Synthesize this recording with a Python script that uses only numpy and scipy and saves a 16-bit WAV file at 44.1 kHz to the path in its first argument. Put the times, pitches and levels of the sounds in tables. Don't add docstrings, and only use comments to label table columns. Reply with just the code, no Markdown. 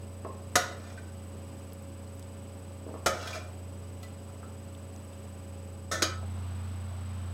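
import sys
import numpy as np
from scipy import signal
from scipy.fft import rfft, irfft, next_fast_len
from scipy.io import wavfile
from scipy.ndimage import uniform_filter1d, map_coordinates

SR = 44100
rng = np.random.default_rng(int(sys.argv[2]) if len(sys.argv) > 2 else 0)


def output_pcm(signal):
    pcm = np.clip(np.atleast_2d(signal).T, -1, 1) * 32767
    wavfile.write(sys.argv[1], SR, np.round(pcm).astype(np.int16))


N = 323253

# pitch in Hz, time to fall by 60 dB in seconds,
# then the relative level in dB when struck at spot 0, 1, 2 and 3.
PAN_MODES = [(331, 0.55, -4, -6.5, 2, -9.5), (371, 0.94, -11.5, -18, 0, -45), (544.5, 0.49, -2, 0, 3, -19),
             (630, 0.51, -5.5, -3, -7, -18), (723, 0.58, 5, -3.5, -12.5, -18),
             (1025, 1, -14, -27, -35, -18.5), (1253, 0.56, -0.5, -1, -8, -3.5), (1297, 1, -9, -15, 1, -8),
             (1420, 0.13, -13, -4, -5, -11), (1464, 0.95, -7, -13, 1.5, -20),
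             (1540, 0.63, -17, -34, -18, -13), (1780, 0.68, -28, -16.5, -1, -16),
             (1908, 0.31, -17, -38, -14, -9.5), (2006, 0.79, -11, -17, -5.5, -18),
             (2290, 0.76, -17, -12, -22.5, -25), (2400, 0.36, -38, -13, -22, -4.5),
             (2440, 0.31, -28, -22, -26, -15), (2686, 0.25, -16, -32, -21, -37),
             (2840, 0.2, -31, -32, -39, -26), (3005, 0.42, -13, -10.5, -30, -8),
             (3280, 0.4, -29, -18, -25, -13), (3390, 0.64, -17, -26, -13, -37),
             (3430, 0.11, -32, -24, -15, -35), (3640, 0.12, -14, -21, -29, -31),
             (3820, 0.3, -14, -27, -19.5, -9), (3980, 0.13, -22, -27, -26, -28),
             (4180, 0.33, -20, -31, -24, -7.5), (4760, 0.35, -21, -32, -30, -3),
             (5360, 0.23, -25, -24, -23, -5), (5840, 0.25, -29, -28, -14, -41),
             (6450, 0.36, -23, -26, -33, -8), (6650, 0.16, -13.5, -20, -11.5, -15)]


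def amp(db):
    return 10 ** (np.asarray(db) / 20)


def unit(x):
    return x / np.sqrt(np.mean(x ** 2) + 1e-20)


def along(points, hz):
    f, value = np.transpose(points)
    return np.interp(np.log(hz + 1), np.log(f + 1), value)


def filtered(x, response):
    n = x.shape[-1]
    padded = next_fast_len(n + SR // 4)
    spectrum = rfft(x, padded) * response(np.fft.rfftfreq(padded, 1 / SR))
    return irfft(spectrum, padded)[..., :n]


def resonance(f, hz, width_hz):
    return 1j * f * width_hz / (hz * hz - f * f + 1j * f * width_hz)


def wobble(rate):
    knots = rng.standard_normal(int(N * rate / SR) + 4)
    return map_coordinates(knots, [np.arange(N) * rate / SR])


def add(track, s, sound):
    part = track[round(s * SR):][:len(sound)]
    part += sound[:len(part)]


def hum(later):
    # pitch in Hz, level in dB at the first position, at the second, typical pitch wander in Hz.
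    hum_lines = [(90.1, -44.5, -37, 0.57), (119.9, -56.5, -51.5, 0.47), (184.2, -62, -62.5, 1.85),
                 (212.2, -55, -53, 2.07), (256.6, -78, -71, 0.39), (275.5, -60.5, -66, 0.954),
                 (423.5, -64.5, -82, 2.13), (481, -82, -84, 3.3), (553, -57, -68, 1.5),
                 (804, -76, -69, 0.94), (1005, -73.5, -84, 2.98), (1182, -72, -70, 2.56)]
    total = np.zeros(N)
    for hz, first_db, second_db, wander_hz in hum_lines:
        level = (1 - later) * amp(first_db) + later * amp(second_db)
        unsteady = amp(0.66 * wobble(2.87))
        turns = np.cumsum(hz + wander_hz * wobble(1.5)) / SR
        tone = np.sin(2 * np.pi * turns + rng.uniform(0, 2 * np.pi))
        total += np.sqrt(2) * level * unsteady * tone
    return total


def room_air(place):
    # frequency in Hz, relative level in dB.
    air_colours = [
        [(15, -30), (35, -14), (60, -2.5), (80, -1), (160, 1.5), (350, -0.5), (600, -4.5), (1200, -12.5),
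         (1900, -19), (2900, -17), (3600, -23), (7000, -26.5), (13000, -30), (16300, -34.5)],
        [(15, -43), (35, -14), (60, -2), (80, -13), (200, 1.5), (350, -4.5), (700, -6.5), (1300, -9),
         (1900, -16.5), (2900, -16), (3600, -19), (7000, -28.5), (13000, -31.5), (16300, -35)],
    ]
    air_levels = [-51, -50.5]
    noise = rng.standard_normal(N)
    air = unit(filtered(noise, lambda f: amp(along(air_colours[place], f))))
    return amp(air_levels[place] + 0.39 * wobble(3.89)) * air


def frame_whine(place):
    # time at which one pulse starts, in seconds, frame period in seconds,
    # time switched on in seconds.
    frame_times = [(.0185, .050044, .033), (6.4643, .0417, .0318)]
    whine_pitches = [(8000, 4955), (8000, 4964)]
    whine_levels = [(-60.5, -74), (-60, -75)]
    # band centre in Hz, width in Hz, rms level in dB while on.
    fuzz_bands = [(4910, 110, -82), (9300, 1800, -71.5), (9790, 190, -77.5), (12960, 80, -81)]
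    t = np.arange(N) / SR
    pulse_start, period, on = frame_times[place]
    gate = uniform_filter1d(1. * ((t - pulse_start) % period < on), size=20)
    leak = np.zeros(N)
    for hz, db in zip(whine_pitches[place], whine_levels[place]):
        leak += np.sqrt(2) * amp(db) * np.sin(2 * np.pi * hz * t)
    for hz, width_hz, db in fuzz_bands:
        noise = rng.standard_normal(N)
        leak += amp(db) * unit(filtered(noise, lambda f: resonance(f, hz, width_hz) ** 2))
    return gate * leak


def background(place):
    return room_air(place) + frame_whine(place)


def tail():
    # frequency in Hz, time to fall by 60 dB in seconds.
    echo_times = [(200, 0.53), (530, 0.79), (1390, 0.54), (3680, 0.47), (9700, 0.27)]
    hz, t, grid = signal.stft(rng.standard_normal(SR // 2), SR, nperseg=256)
    fading = grid * amp(-60 * t / along(echo_times, hz)[:, None])
    answer = signal.istft(fading, SR, nperseg=256)[1][:SR // 2]
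    return answer / np.linalg.norm(answer)


def room(x):
    return signal.fftconvolve(np.pad(x, (150, 0)), tail())[:len(x)]


def ticks():
    # start in seconds, peak level in dB, centre in Hz, width as a share of the centre.
    tick_list = [(1.7235, -45, 3980, 1.2), (1.732, -38, 12500, 0.78), (1.7395, -46, 10500, .4),
                 (1.8245, -49, 14000, .6), (2.0757, -51, 5000, .5), (2.1525, -49, 11000, 1.2),
                 (2.163, -50, 13500, .6), (2.1954, -39.5, 6000, 2.9), (2.2265, -40, 4870, 1.6),
                 (4.7496, -44, 3450, 0.6), (4.962, -41, 5000, 1.5), (5.0494, -49, 10000, .5),
                 (5.1326, -48, 3160, 0.43)]
    out, t = np.zeros(N), np.arange(SR // 40) / SR
    for s, db, hz, share in tick_list:
        burst = rng.standard_normal(len(t)) * amp(-60 * t / .008)
        tick = filtered(burst, lambda f: resonance(f, hz, share * hz) ** 3)
        add(out, s, amp(db) * tick / np.abs(tick).max())
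    return out


def knocks():
    # start in seconds, peak level in dB, pitch in Hz, gain of the low body in dB.
    knock_list = [(0.248, -30.5, 1060, 6), (.269, -40, 1050, -12), (.29, -42, 560, -8),
                  (2.709, -45, 465, -8), (2.865, -33, 340, -5), (2.889, -34, 400, -2),
                  (2.940, -31, 1060, 4), (2.961, -43, 1070, -10), (4.289, -49, 1280, -14),
                  (4.429, -36, 1300, -3), (6.229, -39.5, 610, 3), (6.909, -47, 620, -16)]
    puff_t60 = .11
    out, t = np.zeros(N), np.arange(SR // 5) / SR
    for s, db, hz, body_db in knock_list:
        puff = rng.standard_normal(len(t)) * amp(-60 * t / puff_t60) * (1 - np.exp(-t / .001))
        puff[20] += 14
        shape = lambda f: resonance(f, hz, 210) ** 2 + amp(body_db) * resonance(f, 430, 590) ** 3
        dull = filtered(puff, shape)
        add(out, s, amp(db) * dull / np.abs(dull).max())
    return out


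def cluster(hz, t):
    split, phase = rng.standard_normal((2, 4, len(hz), 1))
    split, phase = .009 * split, np.pi * phase
    neighbours = np.sin(2 * np.pi * hz * (1 + split) * t + phase).sum(axis=0)
    return np.sin(2 * np.pi * hz * t) + .5 * neighbours


def ping(hz, db, t60, tick_db):
    t = np.arange(SR // 6) / SR
    rings = (amp(db - 60 * t / t60) * cluster(hz, t)).sum(axis=0)
    tick = rng.standard_normal(len(t)) * amp(tick_db - 60 * t / 0.067)
    return rings * (1 - np.exp(-t / 0.0043)) + filtered(tick, lambda f: resonance(f, 3400, 4100))


def touches():
    # start in seconds, level in dB, pitch in Hz that is woken most, relative tick level in dB.
    touch_list = [(0.975, -40, 1630, -15), (3.135, -45.5, 5280, -13), (3.201, -41.5, 3000, -13),
                  (3.226, -33, 1280, -18), (3.274, -41.5, 3310, 4), (3.33, -39, 2450, -2),
                  (3.352, -32, 670, -17), (3.373, -51, 2430, -11), (3.398, -53, 2430, -5)]
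    # start in seconds, level in dB, relative tick level in dB.
    dish_tap = (4.030, -46.5, 4.7)
    # pitch in Hz, relative level in dB, time to fall by 60 dB in seconds.
    dish_modes = [(1330, -1, .07), (1987, 0.5, .11), (3270, -11, .06), (4150, -7, .075), (4960, -5, .06),
                  (6815, -6, .06)]
    touch_t60 = .075
    near_db, rest_db = 60, -20
    out, hz = np.zeros(N), np.transpose(PAN_MODES)[0][:, None]
    for s, db, centre_hz, tick_db in touch_list:
        octaves = abs(np.log2(hz / centre_hz))
        faint_db = rest_db + 4 * rng.standard_normal(hz.shape) - 3.7 * octaves
        woken_db = np.maximum(-near_db * octaves, faint_db)
        add(out, s, amp(db) * ping(hz, woken_db, touch_t60, tick_db))
    s, db, tick_db = dish_tap
    add(out, s, amp(db) * ping(*np.transpose(dish_modes)[:, :, None], tick_db))
    return out


def drag():
    # time in seconds, level in dB.
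    strokes = [
        [(.8, -55), (.85, -55.5), (.9, -48.5), (.915, -52), (.96, -64), (1.0, -68)],
        [(3.1, -83), (3.16, -54), (3.24, -44.5), (3.275, -43.5), (3.32, -50.5), (3.35, -41.5), (3.41, -60),
         (3.49, -78)],
    ]
    treble_gains = [-8, 1.5]
    # frequency in Hz, relative level in dB.
    rasp_colour = [(240, -38.5), (400, -6), (687, -1.5), (935, -12), (1290, -4), (1870, -13), (2360, -13),
                   (2800, -22), (5270, -11.5), (16000, -35)]
    t = np.arange(N) / SR
    lumpy = rng.standard_normal(N) * amp(3.2 * wobble(130))
    rasp = filtered(lumpy, lambda f: amp(along(rasp_colour, f)))
    sung = filtered(rasp, lambda f: sum(resonance(f, m[0], 0.0093 * m[0]) for m in PAN_MODES))
    contact = unit(unit(rasp) + .8 * unit(sung))
    treble = filtered(contact, lambda f: f / (f + 4000))
    out = np.zeros(N)
    for stroke, treble_db in zip(strokes, treble_gains):
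        level_db = np.interp(t, *np.transpose(stroke), left=-120, right=-120)
        out += amp(level_db) * (contact + (amp(treble_db) - 1) * treble)
    return out


def blows():
    # start in seconds, level in dB, treble tilt in dB per octave,
    # ring level in dB, share of the free ring time, room level in dB, rise time in seconds.
    blow_list = [(0.555, -8, 0.15, -24, 0.5, -7, 0.00083), (3.06, -10.5, -0.24, -21, 0.58, -6.5, 0.002),
                 (5.913, -16, -0.2, -25.5, 1, 2, 0.0048), (6.021, -10, 0.4, -17, 0.78, -8, 0.0016)]
    # frequency in Hz, relative level per Hz in dB.
    clatter_colour = [(60, -51.5), (250, -40.5), (570, -41.5), (930, -48.5), (1370, -41), (2060, -51),
                      (2830, -58.5), (3800, -50.5), (5700, -48.5), (8900, -52), (13300, -61), (16000, -71)]
    rattle_t60 = 0.083
    spot_share = 0.2
    out, t = np.zeros(N), np.arange(SR // 2) / SR
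    hz, t60, *spots = np.transpose(PAN_MODES)[:, :, None]
    for (s, db, tilt_db, ring_db, free, room_db, rise), level in zip(blow_list, spots):
        trend = uniform_filter1d(level, size=5, axis=0)
        hump_db = level - trend + spot_share * (trend - trend.mean())
        peaks = lambda f: abs(amp(hump_db) * resonance(f, hz, 0.035 * hz))
        humps = lambda f: np.sqrt(0.23 + 0.36 * np.sum(peaks(f) ** 2, axis=0))
        tilted = lambda f: amp(along(clatter_colour, f) + tilt_db * np.log2((f + 1) / 2000))
        noise = filtered(rng.standard_normal(len(t)), lambda f: tilted(f) * humps(f) * np.sqrt(SR / 2))
        clatter = amp(5.5) * noise * amp(-60 * t / rattle_t60) * (1 - np.exp(-t / rise))
        modes = amp(ring_db + level - 60 * t / (t60 * free)) * cluster(hz, t)
        ring = modes.sum(axis=0) * (1 - np.exp(-t / 0.0023))
        add(out, s, amp(db) * (clatter + amp(room_db) * room(clatter) + ring))
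    return out


def scene():
    # start in seconds, end in seconds.
    fade = (5.81, 6.253)
    later = np.clip((np.arange(N) / SR - fade[0]) / (fade[1] - fade[0]), 0, 1)
    struck = blows() * np.sqrt(1 - later)
    small = drag() + touches() + knocks()
    steady = hum(later) + (1 - later) * background(0) + later * background(1)
    mix = struck + small + amp(-5) * room(small) + ticks() + steady
    return np.array([mix, mix])


def record(dry):
    # frequency in Hz, left minus right in dB.
    level_offsets = [(60, -1), (380, -.95), (700, -.65), (1300, -.5), (2400, -.3), (5000, -.3),
                     (15000, -.2)]
    top_hz = 16150
    channel_gains = lambda hz: amp(np.array([[.5], [-.5]]) * along(level_offsets, hz))
    return filtered(dry, lambda hz: channel_gains(hz) / (1 + (hz / top_hz) ** 120))


dry = scene()
out = record(dry)
output_pcm(out)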